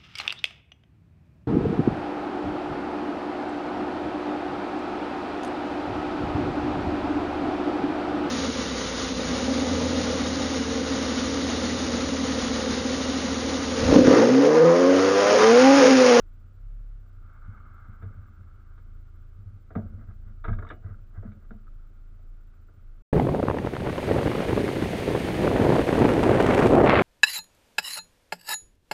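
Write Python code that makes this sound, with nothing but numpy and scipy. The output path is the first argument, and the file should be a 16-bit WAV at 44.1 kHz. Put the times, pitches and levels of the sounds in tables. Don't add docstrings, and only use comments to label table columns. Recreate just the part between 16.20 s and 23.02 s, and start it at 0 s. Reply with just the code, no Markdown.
import sys
import numpy as np
from scipy import signal
from scipy.fft import rfft, irfft
from scipy.io import wavfile
from scipy.ndimage import uniform_filter1d

SR = 44100
rng = np.random.default_rng(int(sys.argv[2]) if len(sys.argv) > 2 else 0)


def wav_out(sig):
    wavfile.write(sys.argv[1], SR, np.round(np.clip(np.atleast_2d(sig).T, -1, 1) * 32767).astype(np.int16))


N = 300850
TIME = np.arange(N) / SR
IDLE_HZ = 27.41

# start in seconds, level in dB, centre of the blow in Hz.
RUTS = [(1.276, -31.5, 103), (1.455, -40, 103), (1.68, -36.5, 111), (1.825, -31.5, 96), (1.857, -31.5, 95),
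        (1.963, -35.5, 88), (2.183, -37.5, 105), (3.185, -36, 89), (3.255, -35.5, 93), (3.317, -39.5, 96),
        (3.555, -19.5, 152.5), (3.567, -23, 210), (3.737, -32.5, 97.5), (3.881, -35, 113),
        (4.059, -36.5, 104.9), (4.277, -22.5, 110.7), (4.3037, -20.5, 107.3), (4.379, -33, 87),
        (4.644, -29, 97), (4.704, -34, 96), (4.973, -30, 92), (5.048, -32, 218), (5.072, -33.5, 97),
        (5.307, -37.5, 226)]
# frequency in Hz, level in dB.
HOLLOW_SPECTRUM = [(150, -20.5), (300, 4.5), (380, 0), (450, 7), (520, -7), (620, 0.5), (700, 2.5),
                   (830, -11.5), (950, -13.5), (1200, -21.5)]
CLACK_SPECTRUM = [(700, -32.5), (1020, -6), (1240, 9.5), (1400, 7), (1520, 5.5), (1620, 5), (1800, -9.5),
                  (1960, -1.5), (2300, -16.5), (2800, -47)]


def amp(db):
    return 10 ** (np.asarray(db) / 20)


def unit(x):
    return x / np.sqrt(np.mean(x ** 2) + 1e-20)


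def curve(rows):
    return np.interp(TIME, *np.transpose(rows))


def add(mix, start_s, sound):
    part = mix[max(round(start_s * SR), 0):][:len(sound)]
    part += sound[:len(part)]


def colour(x, spectrum, size=4096):
    hz, db = np.transpose(spectrum)
    f = abs(np.fft.fftfreq(size, 1 / SR)) + 1
    octaves_out = np.maximum(np.log2(hz[0] / f), 0) + np.maximum(np.log2(f / hz[-1]), 0)
    log_gain = np.log(amp(np.interp(np.log(f), np.log(hz), db) - 20 * octaves_out))
    minimum_phase = np.exp(signal.hilbert(log_gain).conj())
    taps = np.fft.ifft(minimum_phase).real[:size // 2]
    return signal.fftconvolve(x, taps / np.linalg.norm(taps))[:len(x)]


def waver(rate_hz):
    f = np.fft.rfftfreq(N, 1 / SR)
    return unit(irfft(rfft(rng.standard_normal(N)) / (1 + (f / rate_hz) ** 4), N))


def ring(modes, t):
    return sum(amp(db) * np.exp(-np.log(1000) * t / t60) * np.sin(2 * np.pi * hz * t)
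               for hz, db, t60 in modes)


def grains(per_s, spread_db):
    size = amp(spread_db * np.minimum(rng.exponential(1, N), 5))
    return unit(size * rng.standard_normal(N) * (rng.random(N) < per_s / SR))


def firing_rate(top_s=.56, up_s=.45, down_s=.7, rise_hz=7.6, hunt_hz=.3):
    dab = np.interp(TIME, [top_s - up_s, top_s, top_s + down_s], [-1, 0, 1])
    return IDLE_HZ + rise_hz * np.cos(np.pi / 2 * dab) ** 2 + hunt_hz * waver(2.5)


def engine(boom_hz=93.6, boom_width_hz=30.8):
    # time in seconds, level in dB.
    throb_levels = [(0.0, -42.5), (0.36, -50.5), (0.46, -38), (1.37, -46.5), (2.05, -46), (2.09, -51),
                    (2.85, -42.5), (3.32, -51), (4.21, -41), (4.33, -29.5), (4.48, -46.5), (5.01, -40),
                    (5.17, -53), (5.26, -42.5), (6.19, -43), (6.53, -53), (6.65, -45.5), (6.82, -46.5)]
    # time in seconds, level of the second order in dB.
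    load_levels = [(0, -60.5), (.75, -62), (1.05, -58), (2.05, -57.5), (2.3, -58), (2.9, -55.5), (3.5, -58),
                   (4.3, -51), (4.9, -64), (6.82, -68)]
    # order, level in dB.
    drone_orders = [(3, 2.5), (4, -2), (5, -8)]
    hum_orders = [(6, -82.5), (7, -82), (8, -79), (10, -92.5), (11, -78.5), (13, -82), (15, -81.5)]
    # frequency in Hz, level in dB.
    bay_spectrum = [(200, -1.5), (330, 5), (430, -2), (520, -2.5), (700, -3), (950, -11), (1400, -15.5),
                    (1900, -13.5)]
    hz = firing_rate()
    angle = 2 * np.pi * np.cumsum(hz) / SR
    load_db = curve(load_levels)
    tones = amp(curve(throb_levels) + 1.9 * waver(6.4)) * np.sin(angle + .2 * waver(21))
    tones += amp(load_db + 2 * waver(4.3)) * np.sin(2 * angle + .22 * waver(1.3))
    drone_db = -55 + .55 * (load_db + 59.5)
    for order, db in drone_orders:
        boom = 1 / np.hypot(1, 2 * (order * hz - boom_hz) / boom_width_hz)
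        wave = np.sin(round(order) * angle + .5 * waver(7))
        tones += boom * amp(db + drone_db + 2 * waver(12)) * wave
    fade_db = -1.2 * np.maximum(hz - IDLE_HZ, 0)
    for order, db in hum_orders:
        gain = amp(db + fade_db + 2 * waver(9.9))
        tones += gain * np.sin(round(order) * angle + 2 * np.pi * rng.random() + .41 * waver(21))
    bay = colour(rng.standard_normal(N) * (1 + .093 * np.cos(angle)), bay_spectrum)
    bay_db = -74.5 + .18 * (hz - IDLE_HZ)
    return np.sqrt(2) * tones + amp(bay_db) * bay


def camera(pulse_hz=14.984, hiss_db=-81):
    # frequency in Hz, level in dB.
    hiss_spectrum = [(1000, -1.5), (2500, -2.5), (4000, -7), (6000, -11), (8000, -14.5), (11500, -17.5),
                     (13500, -20.5), (14500, -33)]
    cycle = (TIME * pulse_hz + .07) % 1
    gate = uniform_filter1d((cycle < .55) * 1., size=90) * amp(2.3 * waver(60))
    whine_hz = 7490 - 110 * cycle + 35 * waver(200)
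    angle = 2 * np.pi * np.cumsum(whine_hz) / SR
    whine = gate * (amp(-92.5) * np.sin(angle) + amp(-82.5) * np.sin(2 * angle))
    return whine + amp(hiss_db) * colour(rng.standard_normal(N), hiss_spectrum)


def tyres(shake, patch_s=1.1462, hold_s=.52, rise_db_per_s=78, fade_db_per_s=13.5):
    # frequency in Hz, level in dB.
    rumble_spectrum = [(24, -2), (40, 4.5), (65, 3), (84, 12.5), (98, 16.5), (115, 10), (172, -6.5),
                       (222, 4.5), (270, -9), (450, -18), (560, -13.5), (700, -25.5), (950, -34)]
    scrub_spectrum = [(300, -19.5), (550, -17.5), (790, -12.5), (1000, -13), (1200, 1.5), (1400, 3),
                      (1620, -5.5), (1850, -23.5), (2170, -12.5), (2500, -36.5), (3600, -33.5),
                      (4300, -49.5)]
    patch_db = -57.5 - rise_db_per_s * np.maximum(patch_s - TIME, 0)
    patch_db -= fade_db_per_s * np.maximum(TIME - patch_s - hold_s, 0)
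    scrub_gain = amp(-1.5) * np.sqrt(amp(-73) ** 2 + amp(patch_db) ** 2 + (amp(-13) * shake) ** 2)
    rumble_gain = amp(10) * np.sqrt(amp(-71) ** 2 + amp(patch_db - 15) ** 2 + shake ** 2)
    lumps = colour(grains(per_s=1500, spread_db=2.2), rumble_spectrum) * amp(2.2 * waver(20))
    sand = colour(grains(per_s=8000, spread_db=.75), scrub_spectrum) * amp(1.2 * waver(18))
    return rumble_gain * lumps + scrub_gain * sand


def shudder(rise_s=.013, decay_s=.14):
    power = np.zeros(N)
    for start_s, db, _ in RUTS:
        t = np.maximum(TIME - start_s, 0)
        power += (amp(db) * (1 - np.exp(-t / rise_s)) * np.exp(-t / decay_s)) ** 2
    return amp(-28.5) * np.sqrt(power)


def rut_thumps():
    # frequency in Hz, level in dB, t60 in seconds.
    body_modes = [(62.3, -15.5, 0.1), (90.5, -4.5, 0.3), (98.3, 7.5, .24), (122, -4.5, 0.13),
                  (143.3, 0.5, 0.13), (203.9, 4.5, 0.29), (220.6, 6.5, 0.21), (310, -22, 0.4),
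                  (442, -17, 0.15)]
    out, t = np.zeros(N), np.arange(SR // 2) / SR
    for start_s, db, centre_hz in RUTS:
        modes = [(hz, level - 15.2 * np.log2(hz / centre_hz) ** 2, t60) for hz, level, t60 in body_modes]
        thump = ring(modes, t) * (1 - np.exp(-(t / .0082) ** 2))
        add(out, start_s, amp(db - 1) * thump / abs(thump).max())
    return out


def mount_knocks(chatter_t60_s=.1):
    # start in seconds, level in dB, pitch in Hz, dullness in dB.
    knocks = [(1.823, -43, 1260, -2.5), (2.578, -55, 1290, -9), (3.505, -46, 1310, 4),
              (3.553, -31.5, 1253, 4.5), (3.5744, -43, 1250, 9), (4.241, -34.5, 1220, -6),
              (4.2495, -34, 1390, -4.5), (4.2801, -29, 1293, -2.5), (4.3284, -39.5, 1610, -5.5),
              (4.3862, -38.5, 1190, -1.5), (4.424, -39, 1414, 1), (4.467, -40.5, 1290, -6.5),
              (4.5017, -31.5, 1644, -8.5), (4.5118, -37.5, 1680, 2), (5.027, -52, 1450, 12.5),
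              (5.0853, -58, 1380, -5), (5.1167, -54, 1420, -12.5), (5.3075, -50, 1390, 5.5),
              (5.9899, -68.5, 1280, 13), (6.4838, -61.5, 1320, 5.5)]
    # frequency in Hz, level in dB, t60 in seconds.
    case_modes = [(448, 1, 0.24), (645, -9.5, 0.26), (750, -6.5, 0.099), (937, 1, 0.12), (1227, -8, 0.16),
                  (1326, -4, 0.16), (1418, -1.5, 0.18), (1662, -1.5, 0.17), (2186, -7.5, 0.13)]
    # frequency in Hz, level in dB.
    edge_spectrum = [(1800, -10.5), (2250, 8), (2550, -3.5), (2850, -7.5), (3200, -6.5), (3400, -2),
                     (3750, -1.5), (4000, -14.5), (4300, -26), (6000, -39.5)]
    out, t = np.zeros(N), np.arange(SR // 2) / SR
    attack = 1 - np.exp(-t / .00074)
    burst = attack * np.exp(-np.log(1000) * t / chatter_t60_s)
    for start_s, db, clack_hz, dull_db in knocks:
        low, mid, high = rng.standard_normal((3, len(t)))
        modes = [(hz, level + 2 * rng.standard_normal(), t60) for hz, level, t60 in case_modes]
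        clack = attack * (ring([(clack_hz, 5, .035)], t) + amp(-11.5) * ring(modes, t))
        chatter = amp(-1.5) * colour(mid * burst, CLACK_SPECTRUM)
        hollow = amp(-2.5 + dull_db) * colour(low * burst ** .5, HOLLOW_SPECTRUM)
        edge = amp(-22 - dull_db) * colour(high * burst * attack, edge_spectrum)
        add(out, start_s, amp(db - 6) * (clack + chatter + hollow + edge))
    return out


def gravel_scrapes(half_length_s=.031):
    # time of the scrape's top in seconds, level in dB.
    scrapes = [(3.815, -64), (3.905, -63.5), (4.09, -68.5), (4.658, -61.5), (4.71, -62.5), (4.974, -60),
               (5.06, -61.5), (5.235, -69.5)]
    swell = sum(amp(db) * np.exp(-((TIME - top_s) / half_length_s) ** 2) for top_s, db in scrapes)
    crunch = grains(per_s=5000, spread_db=1.4)
    return swell * (colour(crunch, CLACK_SPECTRUM) + amp(-.5) * colour(crunch, HOLLOW_SPECTRUM))


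def pebble_taps():
    # start in seconds, tap level in dB, tap pitch in Hz, ring level in dB.
    pebbles = [(4.4492, -32, 1180, -70), (4.489, -41.5, 1780, -54), (4.744, -45, 1380, -88),
               (5.3078, -35.5, 1405, -74.5), (5.469, -48, 1330, -88), (5.479, -43.5, 1290, -90)]
    # frequency in Hz, level in dB, t60 in seconds.
    metal_modes = [(2910, -10, 0.31), (3660, 7, 0.033), (3820, -11, .06), (4900, -10, .025),
                   (5650, -11, 0.022), (6760, -14, 0.022), (7900, -13.5, 0.022)]
    out, t = np.zeros(N), np.arange(SR // 2) / SR
    attack = 1 - np.exp(-t / .0017)
    for start_s, tap_db, tap_hz, ring_db in pebbles:
        tap = ring([(tap_hz, 0, .025), (1.1 * tap_hz, -4, .018)], t)
        add(out, start_s, attack * (amp(tap_db) * tap + amp(ring_db) * ring(metal_modes, t)))
    return out


def scene():
    rolling = engine() + tyres(shudder()) + gravel_scrapes()
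    return (rolling + rut_thumps() + mount_knocks() + pebble_taps() + camera())[None]


def record(dry, cutoff_hz=15400):
    lowpass = signal.firwin(511, cutoff_hz, window=("kaiser", 9), fs=SR)
    return signal.oaconvolve(dry, lowpass[None], "same")


dry = scene()
out = record(dry)
wav_out(out)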